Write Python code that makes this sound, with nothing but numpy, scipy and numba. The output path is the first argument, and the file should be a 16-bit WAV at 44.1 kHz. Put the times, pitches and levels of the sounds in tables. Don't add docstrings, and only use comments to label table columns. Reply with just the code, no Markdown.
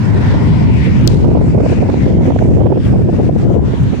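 import sys
import numpy as np
from scipy import signal
from scipy.fft import rfft, irfft
from scipy.io import wavfile
from scipy.ndimage import uniform_filter1d, minimum_filter1d, map_coordinates
from numba import njit

SR = 44100
rng = np.random.default_rng(int(sys.argv[2]) if len(sys.argv) > 2 else 0)


def file_out(sig):
    cols = np.atleast_2d(sig).T
    lim = np.clip(cols, -1, 1)
    pcm = np.round(lim * 32767).astype(np.int16)
    wavfile.write(sys.argv[1], SR, pcm)


N = 176400
T = np.arange(N) / SR
LOG_F = np.log(np.maximum(np.arange(N // 2 + 1) * SR / N, 1))

# (t/s, level/dB)
RUMBLE_LEVEL_LEFT = [(0.0, -14), (0.14, -9), (0.74, -8.5), (0.84, -16.5), (1.22, -6), (1.56, -13),
                     (1.84, -12.5), (1.92, -16.5), (2.04, -10), (2.44, -14.5), (2.56, -5.5), (2.78, -16.5),
                     (2.92, -9.5), (2.98, -14.5), (3.6, -8.5), (3.76, -22), (3.82, -6), (3.99, -30.5)]
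RUMBLE_LEVEL_RIGHT = [(0.0, -19.5), (0.32, -13), (0.6, -12.5), (1.04, -7.5), (1.18, -12.5), (1.26, -14),
                      (1.34, -16), (1.66, -12.5), (1.9, -16.5), (1.98, -16), (2.48, -11.5), (2.68, -12),
                      (3.04, -11), (3.32, -16.5), (3.42, -16.5), (3.62, -17.5), (3.76, -12.5), (3.99, -16)]
# (f/Hz, level/dB)
RUMBLE_COLOUR_LEFT = [(18, -30), (30, -33.5), (48, -7), (65, 3), (120, 4), (180, 0), (260, -6),
                      (380, -25.5), (700, -37), (1500, -63)]
RUMBLE_COLOUR_RIGHT = [(18, -32.5), (30, -29.5), (48, -3), (65, -3), (120, 4), (180, -2.5), (260, -7.5),
                       (380, -17), (700, -40), (1500, -78.5)]
# (t/s, level/dB)
GUST_LEFT = [(0.0, -34.5), (0.09, -22.5), (0.99, -41), (1.08, -20), (1.26, -33), (1.95, -30), (2.03, -22),
             (2.28, -29.5), (2.42, -29), (2.61, -25), (2.7, -24), (3.0, -27.5), (3.22, -16.5), (3.36, -35),
             (3.42, -15), (3.58, -13), (3.72, -31), (3.99, -35)]
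GUST_RIGHT = [(0.0, -43), (0.12, -24), (0.5, -30.5), (0.96, -24), (1.29, -16), (1.48, -17.5), (1.68, -18.5),
              (2.01, -22), (2.09, -19), (2.22, -17), (2.46, -15), (2.65, -12), (2.8, -26.5), (2.97, -20.5),
              (3.36, -26.5), (3.46, -25.5), (3.69, -26), (3.78, -42), (3.99, -47)]
# (t/s, level/dB, half width/ms, left minus right/dB)
PUFFS = [(.096, -20.5, 2.6, 0), (0.171, -23, 19, -19), (.346, -17, 6.6, -18), (0.43, -22.5, 18, 18),
         (0.616, -16.5, 5.9, 8), (.873, -19.5, 5, -3.5), (1.103, -23, 5, -2), (1.221, -24, 2.4, -20),
         (1.245, -12, 3.9, -29), (1.288, -10, 6.6, -22), (1.318, -11, 2.1, -25), (1.356, -6, 3.6, -24),
         (1.374, -3.5, 4.5, -28), (1.555, -13.5, 6.5, -31), (1.584, -3, 4.2, -35), (1.605, -10, 3.2, -25),
         (1.636, -14, 2.3, -19), (1.663, -2, 3.3, -28), (1.729, -5, 5.8, -22), (1.828, -7, 4.5, -32),
         (1.865, -18, 4, -19), (1.894, -9.5, 5.3, -24), (1.943, -5.5, 1.3, -33), (1.977, -20, 3.8, -19),
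         (2.066, -8, 1.9, 8), (2.108, -16.5, 4.5, -19), (2.134, -19, 3.4, -20), (2.284, -9, 5.5, -18),
         (2.306, 0.5, 2.4, -25), (2.323, -3, 2.3, -28), (2.363, 0.5, 1.6, -22), (2.424, -8.5, 3.3, -31),
         (2.572, -16, 2.5, -20), (2.618, -1.5, 3.4, -34), (2.636, -11.5, 7.9, -26), (2.666, 1.5, 5.7, -28),
         (2.724, -2.5, 3.6, -25), (2.775, -12, 4, -22), (2.94, -9, 7.8, -34), (2.959, -10, 4.4, -11),
         (2.994, -18.5, 4.9, -17), (3.094, -4.5, 4.6, -25), (3.201, -14, 10.4, 8), (3.296, -8.5, 3.8, 20),
         (3.364, -11, 2.8, 20), (3.471, -16, 3, 12), (3.514, -9.5, 5.6, 21), (3.566, -12.5, 5.3, 18),
         (3.594, -9, 3, 20), (3.739, -17, 3.6, -29), (3.937, -18.5, 8.7, -15)]
# (f/Hz, level/dB)
EDDY_COLOUR = [(90, -16.5), (200, 4.5), (330, 4), (500, -3), (700, -10.5), (950, -24), (1300, -42),
               (2000, -57.5), (4000, -74)]
# (t/s, level/dB)
RUSH_LEVEL = [(0.0, 0), (0.16, -1.5), (0.26, 0), (0.64, -4), (0.86, 0.5), (0.94, -3), (0.98, -1.5),
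              (1.34, -9.5), (1.5, -5), (1.57, -12.5), (1.73, 1.5), (1.84, -8), (2.05, -2), (2.2, -11),
              (2.26, -1.5), (2.32, -7), (2.36, -5), (2.44, -4), (2.5, -8.5), (2.56, -2.5), (2.68, -10.5),
              (2.75, -6), (2.79, -6), (2.87, 3.5), (2.96, -4.5), (3.02, -4), (3.07, -9.5), (3.16, -2),
              (3.2, -6.5), (3.26, -2.5), (3.32, -10), (3.42, -2.5), (3.46, -8.5), (3.54, -5), (3.59, -13),
              (3.635, -11), (3.66, -4), (3.99, -3.5)]
# (t/s, level/dB)
RUSH_MID_LEVEL = [(0, -2.5), (.5, 2), (.85, 1.5), (1.3, -1.5), (2, 0), (2.7, -4.5), (3.15, -9), (3.5, -4.5),
                  (3.75, -5), (4, 0)]
# (t/s, level/dB)
RUSH_TURN = [(0, -0.5), (1.1, .5), (1.4, -3), (1.75, -3), (2.3, -1), (2.85, -5), (3.2, 2), (3.75, 0.5),
             (4, -2)]
# (f/Hz, level/dB)
RUSH_COLOUR_LEFT = [(300, -65.5), (900, -69), (1200, -62), (1500, -66.5), (1850, -64), (2300, -63),
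                    (2900, -67.5), (3700, -72), (5000, -77), (8000, -84.5), (9500, -92.5), (11000, -101),
                    (13300, -101), (15000, -122)]
RUSH_COLOUR_RIGHT = [(300, -61), (900, -66), (1200, -67.5), (1500, -67), (1850, -63.5), (2150, -68),
                     (2750, -71.5), (3300, -80.5), (5000, -83), (8000, -85.5), (9500, -91.5), (11000, -100),
                     (13300, -100), (15000, -114)]
# (t/s, level/dB)
TRAFFIC_LEVEL = [(0, -29), (.3, -27), (.6, -30.5), (1, -32), (1.35, -34), (2, -37), (3, -46), (3.55, -38.5),
                 (3.75, -34), (4, -43)]
# (f/Hz, level/dB)
TRAFFIC_COLOUR = [(200, -5), (650, 0.5), (800, 0), (940, 5), (1030, 0.5), (1200, -13), (1480, -5.5),
                  (1800, -26), (2600, -32)]
# (t/s, half width/s, level/dB, pitch ratio)
SWISHES = [(.25, 0.088, -29.5, 0.99), (.858, 0.021, -30, 1.4)]
# (f/Hz, level/dB)
SWISH_COLOUR = [(500, -6.5), (1100, -4), (1850, 4), (2500, -10), (3500, -16), (7000, -28)]
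# (f/Hz, level/dB)
CRACK_COLOUR = [(1000, -13), (3300, 10), (5000, -19), (7200, -3), (8400, -11), (10000, -22), (13000, 1),
                (14800, -1), (16000, -26)]
FIZZ_COLOUR = [(2000, -5), (4200, 0), (8000, -11), (14000, -30.5)]
# (t/s, level/dB)
CRACKLES = [(1.315, -37), (1.56, -47), (1.6057, -25), (1.836, -34), (1.9004, -21.5), (2.305, -28),
            (2.321, -29), (2.391, -24), (2.724, -41), (2.776, -30.5)]
# (f/Hz, level/dB)
CRACKLE_COLOUR = [(600, 0.5), (1500, 7), (2300, -7), (3300, -12.5), (6000, -21), (10000, -39), (14000, -53)]
# (f/Hz, level/dB)
GRAIN_COLOUR = [(3000, -8), (7000, -2), (10000, -4), (13000, -8), (15000, -30)]


def undb(db):
    return 10 ** (np.asarray(db) / 20)


def curve(rows):
    return np.interp(T, *np.array(rows).T)


def walk(hz):
    steps = rng.standard_normal(4096)
    wander = map_coordinates(steps, [T * hz + 4], order=3, mode="mirror")
    return wander / wander.std()


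def burst(at, decay_s):
    return (T >= at) * np.exp(-np.minimum(np.abs(T - at) / decay_s, 60))


def swell(at, half_s):
    return np.exp(-((T - at) / half_s) ** 2)


def noise(colour):
    hz, db = np.array(colour).T
    shape = undb(np.interp(LOG_F, np.log(hz), db, left=-200, right=-200))
    x = irfft(rfft(rng.standard_normal(N)) * shape, N)
    return x / x.std()


def noise_bands(colour, centres):
    spectrum = rfft(noise(colour))
    return [irfft(spectrum * np.interp(LOG_F, np.log(centres), row), N) for row in np.eye(len(centres))]


def rumble(level, colour):
    flicker_db = walk(hz=20.79)
    return noise(colour) * undb(curve(level) + 3 + flicker_db)


def eddies(gust, port):
    reference_db, pivot_hz, growth_per_octave = -16.5, 500, 0.34
    sputter_db = 4 * walk(hz=188.5)
    swirl_db = 3 * walk(hz=50.56)
    power = undb(curve(gust) + sputter_db + swirl_db) ** 2
    for at, db, half_ms, pan_db in PUFFS:
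        shelter_db = min(pan_db if port == "left" else -pan_db, 0)
        power += undb(db + 6.5 + shelter_db) ** 2 * swell(at, half_ms / 1000)
    force_db = 10 * np.log10(power) - reference_db
    centres = 125 * 2. ** np.arange(6)
    growth = 1 + growth_per_octave * np.log2(centres / pivot_hz)
    bands = noise_bands(EDDY_COLOUR, centres)
    return sum(band * undb(slope * force_db - 14) for band, slope in zip(bands, growth))


def rush(colour, trim_db):
    centres = 800 * 2 ** (np.arange(13) / 3)
    mid_share = np.exp(-np.log2(centres / 2700) ** 2)
    mid_db = curve(RUSH_MID_LEVEL)
    hiss = np.zeros(N)
    for band, share in zip(noise_bands(colour, centres), mid_share):
        flicker_db = 2 * walk(hz=16)
        drift_db = 2.5 * walk(hz=2.834)
        hiss += band * undb(flicker_db + drift_db + share * mid_db)
    return hiss * undb(trim_db + curve(RUSH_LEVEL))


def traffic():
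    wash = noise(TRAFFIC_COLOUR) * undb(curve(TRAFFIC_LEVEL) + 2.5 * walk(hz=9))
    swishes = sum(noise(np.array(SWISH_COLOUR) * [pitch, 1]) * undb(db) * swell(at, half_s)
                  for at, half_s, db, pitch in SWISHES)
    return wash + swishes


def whine():
    pitch_hz, fade_at, fade_s = 10015, 0.95, 0.12
    fade = 1 / (1 + np.exp((T - fade_at) / fade_s))
    return walk(hz=110) * np.sin(2 * np.pi * pitch_hz * T) * undb(-63) * fade


def flake():
    at, hold_s, decay_s = 1.0752, 0.0019, 0.0016
    rest_hz, sag_hz, snap_hz, body_hz = 3420, 2270, 4400, 3250
    struck = T >= at
    ring_hz = rest_hz + sag_hz * burst(at, decay_s=0.0022) + snap_hz * burst(at, decay_s=0.00038)
    envelope = struck * np.exp(-np.maximum(T - at - hold_s, 0) / decay_s)
    ring = np.sin(2 * np.pi * np.cumsum(ring_hz * struck) / SR) * envelope
    body = np.sin(2 * np.pi * body_hz * (T - at)) * envelope
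    crack = noise(CRACK_COLOUR) * burst(at, decay_s=0.0012)
    fizz = noise(FIZZ_COLOUR) * burst(at, decay_s=0.14)
    return undb(1.5) * ring + undb(-11) * body + undb(1) * crack + undb(-32.5) * fizz


def crackles():
    return noise(CRACKLE_COLOUR) * sum(undb(db + 3.5) * swell(at, half_s=0.003) for at, db in CRACKLES)


def grain():
    return noise(GRAIN_COLOUR) * undb(-38) * burst(at=3.8345, decay_s=0.00055)


def scene():
    left = rumble(RUMBLE_LEVEL_LEFT, RUMBLE_COLOUR_LEFT) + eddies(GUST_LEFT, "left") + flake()
    right = rumble(RUMBLE_LEVEL_RIGHT, RUMBLE_COLOUR_RIGHT) + eddies(GUST_RIGHT, "right") + crackles()
    bed_left = rush(RUSH_COLOUR_LEFT, trim_db=-30.5) + traffic() + whine()
    bed_right = rush(RUSH_COLOUR_RIGHT, trim_db=curve(RUSH_TURN) - 32.5) + undb(-1.5) * traffic() + whine()
    return np.array([left + bed_left, right + bed_right]) + grain()


@njit
def peak_follow(x, fall):
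    envelope, peak = np.empty(len(x)), 0.
    for i in range(len(x)):
        peak = max(abs(x[i]), peak * fall)
        envelope[i] = peak
    return envelope


def record(dry):
    ceiling, release_s, window, top_hz = 0.89, 0.025, 129, 16500
    trimmed = dry * undb(-0.12)
    fall = np.exp(-1 / (release_s * SR))
    peaks = np.array([peak_follow(channel, fall) for channel in trimmed])
    gain = np.minimum(1, ceiling / (peaks + 1e-9))
    held = minimum_filter1d(gain, size=window, axis=1)
    eased = uniform_filter1d(held, size=window, axis=1)
    low_pass = signal.ellip(8, .2, 80, top_hz, fs=SR, output="sos")
    return signal.sosfilt(low_pass, trimmed * eased)


dry = scene()
out = record(dry)
file_out(out)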